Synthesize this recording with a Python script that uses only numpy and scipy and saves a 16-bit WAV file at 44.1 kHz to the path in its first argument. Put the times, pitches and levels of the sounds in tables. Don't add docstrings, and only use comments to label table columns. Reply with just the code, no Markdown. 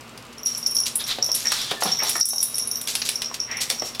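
import sys
import numpy as np
from scipy import signal
from scipy.fft import rfft, irfft
from scipy.io import wavfile
from scipy.ndimage import uniform_filter1d

SR = 44100
rng = np.random.default_rng(int(sys.argv[2]) if len(sys.argv) > 2 else 0)


def wav_record(signal):
    frames = np.transpose(np.atleast_2d(signal))
    bounded = np.clip(frames, -1, 1)
    quanta = np.round(bounded * 32767).astype(np.int16)
    wavfile.write(sys.argv[1], SR, quanta)


N = 176400

# f/Hz, level/dB, t60/s
BELL_LOW_MODES = [(5589, 0, .03), (5490, -9, .03), (5850, -18, .1)]
BELL_TOP_MODES = [(12930, -8, .06), (13290, -1, .06), (14160, -5, .07)]
# f/Hz, level/dB
FOIL_SPECTRUM = [(400, -12.5), (1200, -11.5), (2500, -2), (4200, 4), (7000, 2), (10000, -2.5), (13000, -7),
                 (16000, -23)]
BELL_DETUNE, LOW_WAVER_HZ, HIGH_WAVER_HZ = .004, 115, 190


def amp(db):
    return 10 ** (np.asarray(db) / 20)


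def clock(seconds):
    return np.arange(int(seconds * SR)) / SR


def add(track, s, sound):
    i = min(max(round(s * SR), 0), len(track))
    track[i:i + len(sound)] += sound[:len(track) - i]


def colour(x, points, scale=1):
    f, db = np.transpose(points)
    hz = np.fft.rfftfreq(len(x), 1 / SR)
    gain = amp(np.interp(np.log(hz + 1), np.log(f * scale), db))
    shaped = irfft(rfft(x) * gain, len(x))
    return shaped / np.sqrt(np.mean(shaped ** 2) + 1e-20)


def grit(t, spread_db):
    sizes = np.repeat(rng.standard_normal(len(t) // 32 + 1), 32)[:len(t)]
    return rng.standard_normal(len(t)) * amp(spread_db * sizes)


def swell(t, rise, t60):
    return np.minimum(t / rise, 1) * amp(-60 * np.maximum(t - rise, 0) / t60)


def ring(t, modes, detune=0, waver_hz=0):
    attack_s, waver_step_s, settle_s = .0014, .0014, .014
    out, knots = np.zeros(len(t)), np.arange(0, t[-1] + waver_step_s, waver_step_s)
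    for hz, db, t60 in modes:
        waver = np.interp(t, knots, rng.standard_normal(len(knots)) * np.exp(-knots / settle_s))
        pitch = hz * (1 + detune * rng.normal()) + waver_hz * waver
        decay = amp(db + rng.normal() - 60 * t / t60)
        out += decay * np.sin(2 * np.pi * (np.cumsum(pitch) / SR + rng.random()))
    return out * np.sin(np.pi / 2 * np.minimum(t / attack_s, 1)) ** 2


def hallway(x, wet_db, t60):
    t = clock(.5)
    tail = rng.standard_normal(len(t)) * swell(t, .0025, t60)
    response = amp(wet_db) * tail / np.linalg.norm(tail)
    response[0] += 1
    return signal.fftconvolve(x, response)


def strike_point(modes, spread_db=5):
    return [(hz, db + spread_db * rng.uniform(-1, 1), t60) for hz, db, t60 in modes]


def bell_strikes():
    # t/s, then level/dB of the low, middle and top modes
    strikes = [(0.381, -24.5, -46, -52), (0.432, -24.5, -60.0, -39), (0.452, -40, -26, -47.0),
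               (0.459, -9.5, -27, -44.5), (0.4684, -10.5, -38, -36), (0.548, -16.5, -35, -42),
               (0.572, -18.5, -39, -39.5), (0.578, -37, -22.5, -35.5), (0.628, -20, -43, -46.0),
               (0.662, -8.5, -45, -40), (0.669, -12, -24, -35), (0.709, -20, -24.5, -33),
               (0.748, -24, -20, -34), (0.753, -14, -20, -30), (0.766, -5.5, -37, -34),
               (0.787, -11, -45, -42), (0.801, -14, -21, -40), (0.835, -12, -49, -47),
               (0.956, -44, -16, -27), (1.04, -18, -51, -49), (1.078, -27.0, -23.5, -32),
               (1.2252, -5.5, -45, -38), (1.243, -11, -32, -34), (1.262, -12.5, -26.5, -36.5),
               (1.316, -7, -23.5, -28.5), (1.348, -32, -12.5, -32), (1.455, -12, -45, -46),
               (1.47, -8.5, -45.5, -50.5), (1.481, -13, -41, -49.0), (1.524, -16.5, -37, -38),
               (1.614, -15.5, -30, -38.5), (1.834, -13.5, -20, -25.5), (1.919, -10, -38, -37.5),
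               (1.989, -14, -47, -39), (2.032, -20, -21, -29), (2.093, -23, -15.5, -22),
               (2.164, -20, -26, -39), (2.198, -22, -14.5, -36), (2.211, 6, -24, -27),
               (2.226, -3, -35, -41), (2.254, -17, -12, -21), (2.286, -23, -7.5, -18),
               (2.306, -11, -28, -34), (2.333, -7, -36, -38), (2.359, -13, -16.5, -27),
               (2.381, -6.5, -24, -33), (2.402, -7.5, -39.5, -40), (2.409, -10.5, -17, -28),
               (2.429, -39, -12, -20), (2.543, -16, -45, -31.5), (2.554, -20, -18.5, -41),
               (2.582, -26, -18, -29), (2.596, -13, -33, -38), (2.623, -18, -29.5, -48),
               (2.673, -26, -18, -41), (2.713, -12.5, -26, -30), (2.756, -13, -33, -35),
               (2.77, -24, -40, -33), (2.814, -43, -25, -34), (2.951, -36.5, -17.5, -44),
               (3.09, -22, -25, -38), (3.156, -14, -32, -39), (3.245, -17, -56, -56),
               (3.258, -18, -58, -56), (3.401, -12.5, -41, -51), (3.513, -16, -61.5, -52),
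               (3.569, -15, -37.5, -41), (3.614, -18, -49, -43), (3.796, -15, -55.5, -47),
               (3.82, -17, -58, -54)]
    # f/Hz, level/dB, t60/s
    bell_middle_modes = [(8590, -17, .07), (10440, 0, .05), (11630, -16, .07)]
    # f/Hz, level/dB
    scrape_spectrum = [(2000, -12.5), (4500, 7.5), (6000, 14.5), (9000, -3), (13000, 0), (16000, -16)]
    graze_s, graze_db, overtone_growth = .005, -20, 1.25
    rebound_gap_s, first_rebound_db, rebound_loss_db = .011, -10.5, 3.5
    out, t = np.zeros(N), clock(.05)
    next_strikes = [row[0] for row in strikes[1:]] + [N / SR]
    for (s, low_db, middle_db, top_db), next_s in zip(strikes, next_strikes):
        burst = np.zeros(SR // 5)
        middle_modes, top_modes = strike_point(bell_middle_modes), strike_point(BELL_TOP_MODES)
        rebound_s = graze_s + np.cumsum(rebound_gap_s * rng.uniform(.4, 1.6, size=4))
        rebound_db = first_rebound_db - rebound_loss_db * np.arange(4) + 2 * rng.standard_normal(4)
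        for at, db in [(0, graze_db), (graze_s, 0), *zip(rebound_s, rebound_db)]:
            shell = amp(low_db + db) * ring(t, BELL_LOW_MODES, BELL_DETUNE, LOW_WAVER_HZ)
            for level, modes in (middle_db + 1.5, middle_modes), (top_db + .5, top_modes):
                overtones = ring(t, modes, BELL_DETUNE / 2, HIGH_WAVER_HZ)
                shell += amp(level + overtone_growth * db) * overtones
            if s + at - graze_s < next_s:
                add(burst, at, shell)
        scrape = colour(rng.standard_normal(len(t)), scrape_spectrum) * swell(t, .0015, .022)
        add(burst, graze_s, amp(max(low_db, middle_db) - 18) * scrape)
        add(out, s - graze_s, hallway(burst, wet_db=-3.5, t60=.31))
    return out


def bell_swinging_free():
    # t/s, level/dB
    strikes = [(2.03, -39), (2.254, -29), (2.292, -22), (2.429, -35), (2.56, -39), (2.622, -40),
               (2.714, -38)]
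    # f/Hz, level/dB, t60/s
    free_modes = [(3838, -19, 1.6), (5846, 0, .4), (6328, -1, .4), (8588, -7, .35), (10428, -6, .25)]
    out = np.zeros(N)
    for s, db in strikes:
        add(out, s, amp(db) * ring(clock(.54), free_modes))
    return out


def pellet_rolling(taps_per_s=110):
    # start t/s, end t/s, level/dB
    rolls = [(.48, .53, -28), (1.834, 2.193, -21.5), (2.716, 3.297, -34), (3.739, 3.891, -27)]
    out, t = np.zeros(N), clock(.06)
    for start, end, db in rolls:
        for s in np.arange(start, end, 1 / taps_per_s):
            tap = ring(t, BELL_LOW_MODES, BELL_DETUNE, LOW_WAVER_HZ)
            tap += amp(-25) * ring(t, BELL_TOP_MODES, BELL_DETUNE / 2, HIGH_WAVER_HZ)
            add(out, s + rng.random() / taps_per_s, amp(db + 2 * rng.normal()) * tap)
    return hallway(out, wet_db=-5, t60=.4)[:N]


def ball_ticks():
    # t/s, treble level/dB, mid level/dB
    contacts = [(0.1755, -41, -43.5), (0.5778, -29, -57), (0.9546, -19.5, -40), (1.3505, -22, -40),
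                (1.5184, -23, -26.5), (1.7105, -31, -30.5), (2.093, -19.5, -28.5), (2.254, -10.5, -34),
                (2.2881, -14, -36), (2.4275, -13, -31.5), (2.5813, -24, -38.5), (2.813, -22.5, -38.5),
                (2.8731, -24, -28), (2.9528, -21, -23.5), (3.0174, -48, -24), (3.0891, -17, -21.5),
                (3.218, -26.5, -23.5), (3.3415, -48, -31), (3.7003, -17, -21.5), (3.709, -39, -27.5),
                (3.9483, -38, -33.5), (3.9954, -28, -24.5)]
    # f/Hz, level/dB
    treble_spectrum = [(3000, -25), (5000, -24), (7500, 3), (10000, 7), (13000, -3), (16000, -16)]
    mid_spectrum = [(200, -11), (1500, -6.5), (2500, 1), (4000, 2.5), (5500, 6.5), (8000, -16.5)]
    # f/Hz, level/dB, t60/s
    shell_modes = [(2270, -17, 0.019), (3520, -31, 0.021), (3514, 0, 0.025), (4400, 2, 0.013),
                   (4850, 4.5, 0.012)]
    snap_gap_s, snap_db, fade_db_per_s = .006, -11, 400
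    out, t = np.zeros(N), clock(.042)
    snap = swell(t, rise=.0013, t60=.022)
    for s, treble_db, mid_db in contacts:
        crack = amp(treble_db) * colour(grit(t, spread_db=.67), treble_spectrum)
        crack += amp(mid_db + 7) * colour(grit(t, spread_db=.88), mid_spectrum)
        envelope = snap.copy()
        for delay in np.cumsum(snap_gap_s * (.5 + rng.random(size=4))):
            add(envelope, delay, amp(snap_db - fade_db_per_s * delay + 2 * rng.normal()) * snap)
        shell = amp(mid_db + 3) * ring(t, shell_modes, detune=.016)
        add(out, s, hallway(crack * envelope + shell, wet_db=-5.5, t60=.25))
    return out


def foil_rustle():
    # t/s, rise/s, t60/s, level/dB
    rustles = [(.45, 0.029, 0.94, -36.5), (0.852, 0.015, 0.17, -20.5), (1.059, 0.01, 0.34, -30.5),
               (1.342, 0.0069, 1.5, -27.5), (1.515, 0.0031, 0.7, -25), (1.802, 0.0065, 0.66, -26.5),
               (2.03, .06, 0.4, -25.5), (2.401, 0.018, 1.2, -35), (2.873, 0.014, 0.42, -23),
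               (2.95, 0.0029, 0.14, -25.5), (3.049, 0.0046, 0.35, -23.5), (3.338, 0.0059, 0.091, -25.5),
               (3.602, 0.014, 0.16, -17), (3.694, 0.0036, 0.29, -27.5), (3.835, 0.027, 0.26, -29.5)]
    out, t = np.zeros(N), clock(.55)
    for s, rise, t60, db in rustles:
        crackle = colour(grit(t, spread_db=3), FOIL_SPECTRUM) * swell(t, rise, t60)
        add(out, s, hallway(amp(db - 2.5) * crackle, wet_db=-11.5, t60=.65))
    return out


def paw_slides():
    # t/s, rise/s, t60/s, level/dB, centre f/Hz
    slides = [(0.986, 0.022, 0.16, -22.5, 3580), (1.064, 0.05, 0.16, -17, 3760),
              (1.439, 0.029, 0.087, -24.5, 1850), (1.5, 0.017, 0.75, -23.5, 3740),
              (1.55, 0.054, 0.48, -23, 3600), (1.679, 0.036, 0.11, -22.5, 3420),
              (1.84, 0.046, 0.39, -25.5, 3520), (1.985, 0.019, 0.25, -25.5, 1890),
              (2.0, 0.07, 0.26, -26, 3680), (3.47, 0.053, 0.48, -26.5, 1980),
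              (3.54, 0.044, 0.23, -29.5, 2030)]
    # f/centre, level/dB
    friction_spectrum = [(.15, -37.5), (.45, -28.5), (.75, -28), (1, -15), (1.3, -23), (2.202, -36.5),
                         (4.4, -55)]
    out, t = np.zeros(N), clock(.6)
    for s, rise, t60, db, hz in slides:
        friction = colour(grit(t, spread_db=1.5), friction_spectrum, hz) * swell(t, rise, t60)
        add(out, s, hallway(amp(db - 5) * friction, wet_db=-7, t60=.45))
    return out


def paw_knocks(pad_rise_s=.003):
    # t/s, level/dB, centre f/Hz, t60/s
    knocks = [(1.184, -23, 806, 0.021), (1.288, -25.5, 634, 0.046), (1.518, -17.5, 1550, 0.028),
              (1.712, -22, 550, 0.059), (1.712, -21.5, 1200, 0.041), (1.8204, -15, 835, 0.039),
              (1.853, -23, 724, 0.12), (2.018, -26, 754, 0.21), (2.153, -20, 1240, 0.048),
              (2.156, -28.5, 547, 0.053), (2.331, -23, 780, 0.016), (3.312, -30.5, 1040, .012),
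              (3.701, -33, 570, 0.14), (3.819, -24, 550, 0.041)]
    # f/centre, level/dB
    wood_spectrum = [(.06, -40), (.35, -12.5), (.7, -3), (1, 0), (1.5, -6), (2.5, -15), (6, -14), (14, -33)]
    out, t = np.zeros(N), clock(.6)
    for s, db, hz, t60 in knocks:
        knock = colour(rng.standard_normal(len(t)), wood_spectrum, hz) * swell(t, pad_rise_s, t60)
        add(out, s, hallway(amp(db - 1.5) * knock, wet_db=-2.5, t60=.34))
    return out


def paw_squeak(at_s=1.755, start_hz=1800, sag_hz_per_s=1000):
    out, t = np.zeros(N), clock(.07)
    cycles = (start_hz - sag_hz_per_s * t / 2) * t
    squeak = np.sin(2 * np.pi * cycles) * np.hanning(len(t)) ** .5
    add(out, at_s, hallway(amp(-35.5) * squeak, wet_db=-1, t60=.4))
    return out


def claws(ticks_per_s=28, chances=200):
    out, t, duration = np.zeros(N), clock(.0089), N / SR
    times = duration * rng.random(chances)
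    levels_db = -41 + 3 * rng.standard_normal(chances)
    touches = rng.random(chances) < ticks_per_s * duration / chances
    for s, db, touch in zip(times, levels_db, touches):
        tick = colour(rng.standard_normal(len(t)), FOIL_SPECTRUM) * swell(t, rise=.0002, t60=.015)
        add(out, s, amp(db) * tick * touch)
    return hallway(out, wet_db=-5, t60=.25)[:N]


def door_bump(at_s=1.848):
    # f/Hz, level/dB, t60/s
    panel_modes = [(161, -9, 0.52), (190, -3, 0.29), (222, -3.5, 0.3), (284, -14, 0.25)]
    out = np.zeros(N)
    add(out, at_s, amp(-28) * ring(clock(.5), panel_modes))
    return out


def room_tone():
    # f/Hz, relative level/dB
    air_spectrum = [(25, -46), (64, -9), (84, -19), (117, -2.5), (195, -9.5), (236, -2), (317, -10.5),
                    (394, -6.5), (840, -10.5), (1190, -7.5), (1700, -15), (2760, -12), (3080, -15.5),
                    (16000, -35.5)]
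    # f/Hz, rms level/dB
    partials = [(59, -63.5), (118.3, -57.5), (236.8, -54)]
    t = np.arange(N) / SR
    hum = sum(np.sqrt(2) * amp(db) * np.sin(2 * np.pi * (hz * t + rng.random())) for hz, db in partials)
    return amp(-44) * colour(rng.standard_normal(N), air_spectrum) + hum


def scene():
    pressure = room_tone() + bell_strikes() + bell_swinging_free()
    pressure += ball_ticks() + claws() + foil_rustle()
    pressure += paw_slides() + paw_knocks() + paw_squeak() + door_bump() + pellet_rolling()
    return pressure[None]


def record(dry, ceiling_db=-7, recover_db_per_s=43.5, cutoff_hz=16100):
    over_db = np.maximum(20 * np.log10(np.abs(dry[0]) + 1e-9) - ceiling_db, 0)
    recovery_db = recover_db_per_s * np.arange(N) / SR
    duck_db = np.maximum.accumulate(over_db + recovery_db) - recovery_db
    limited = dry * amp(-uniform_filter1d(duck_db, size=32))
    passband = np.fft.rfftfreq(2 * N, 1 / SR) < cutoff_hz
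    return irfft(rfft(limited, 2 * N) * passband)[:, :N]


dry = scene()
out = record(dry)
wav_record(out)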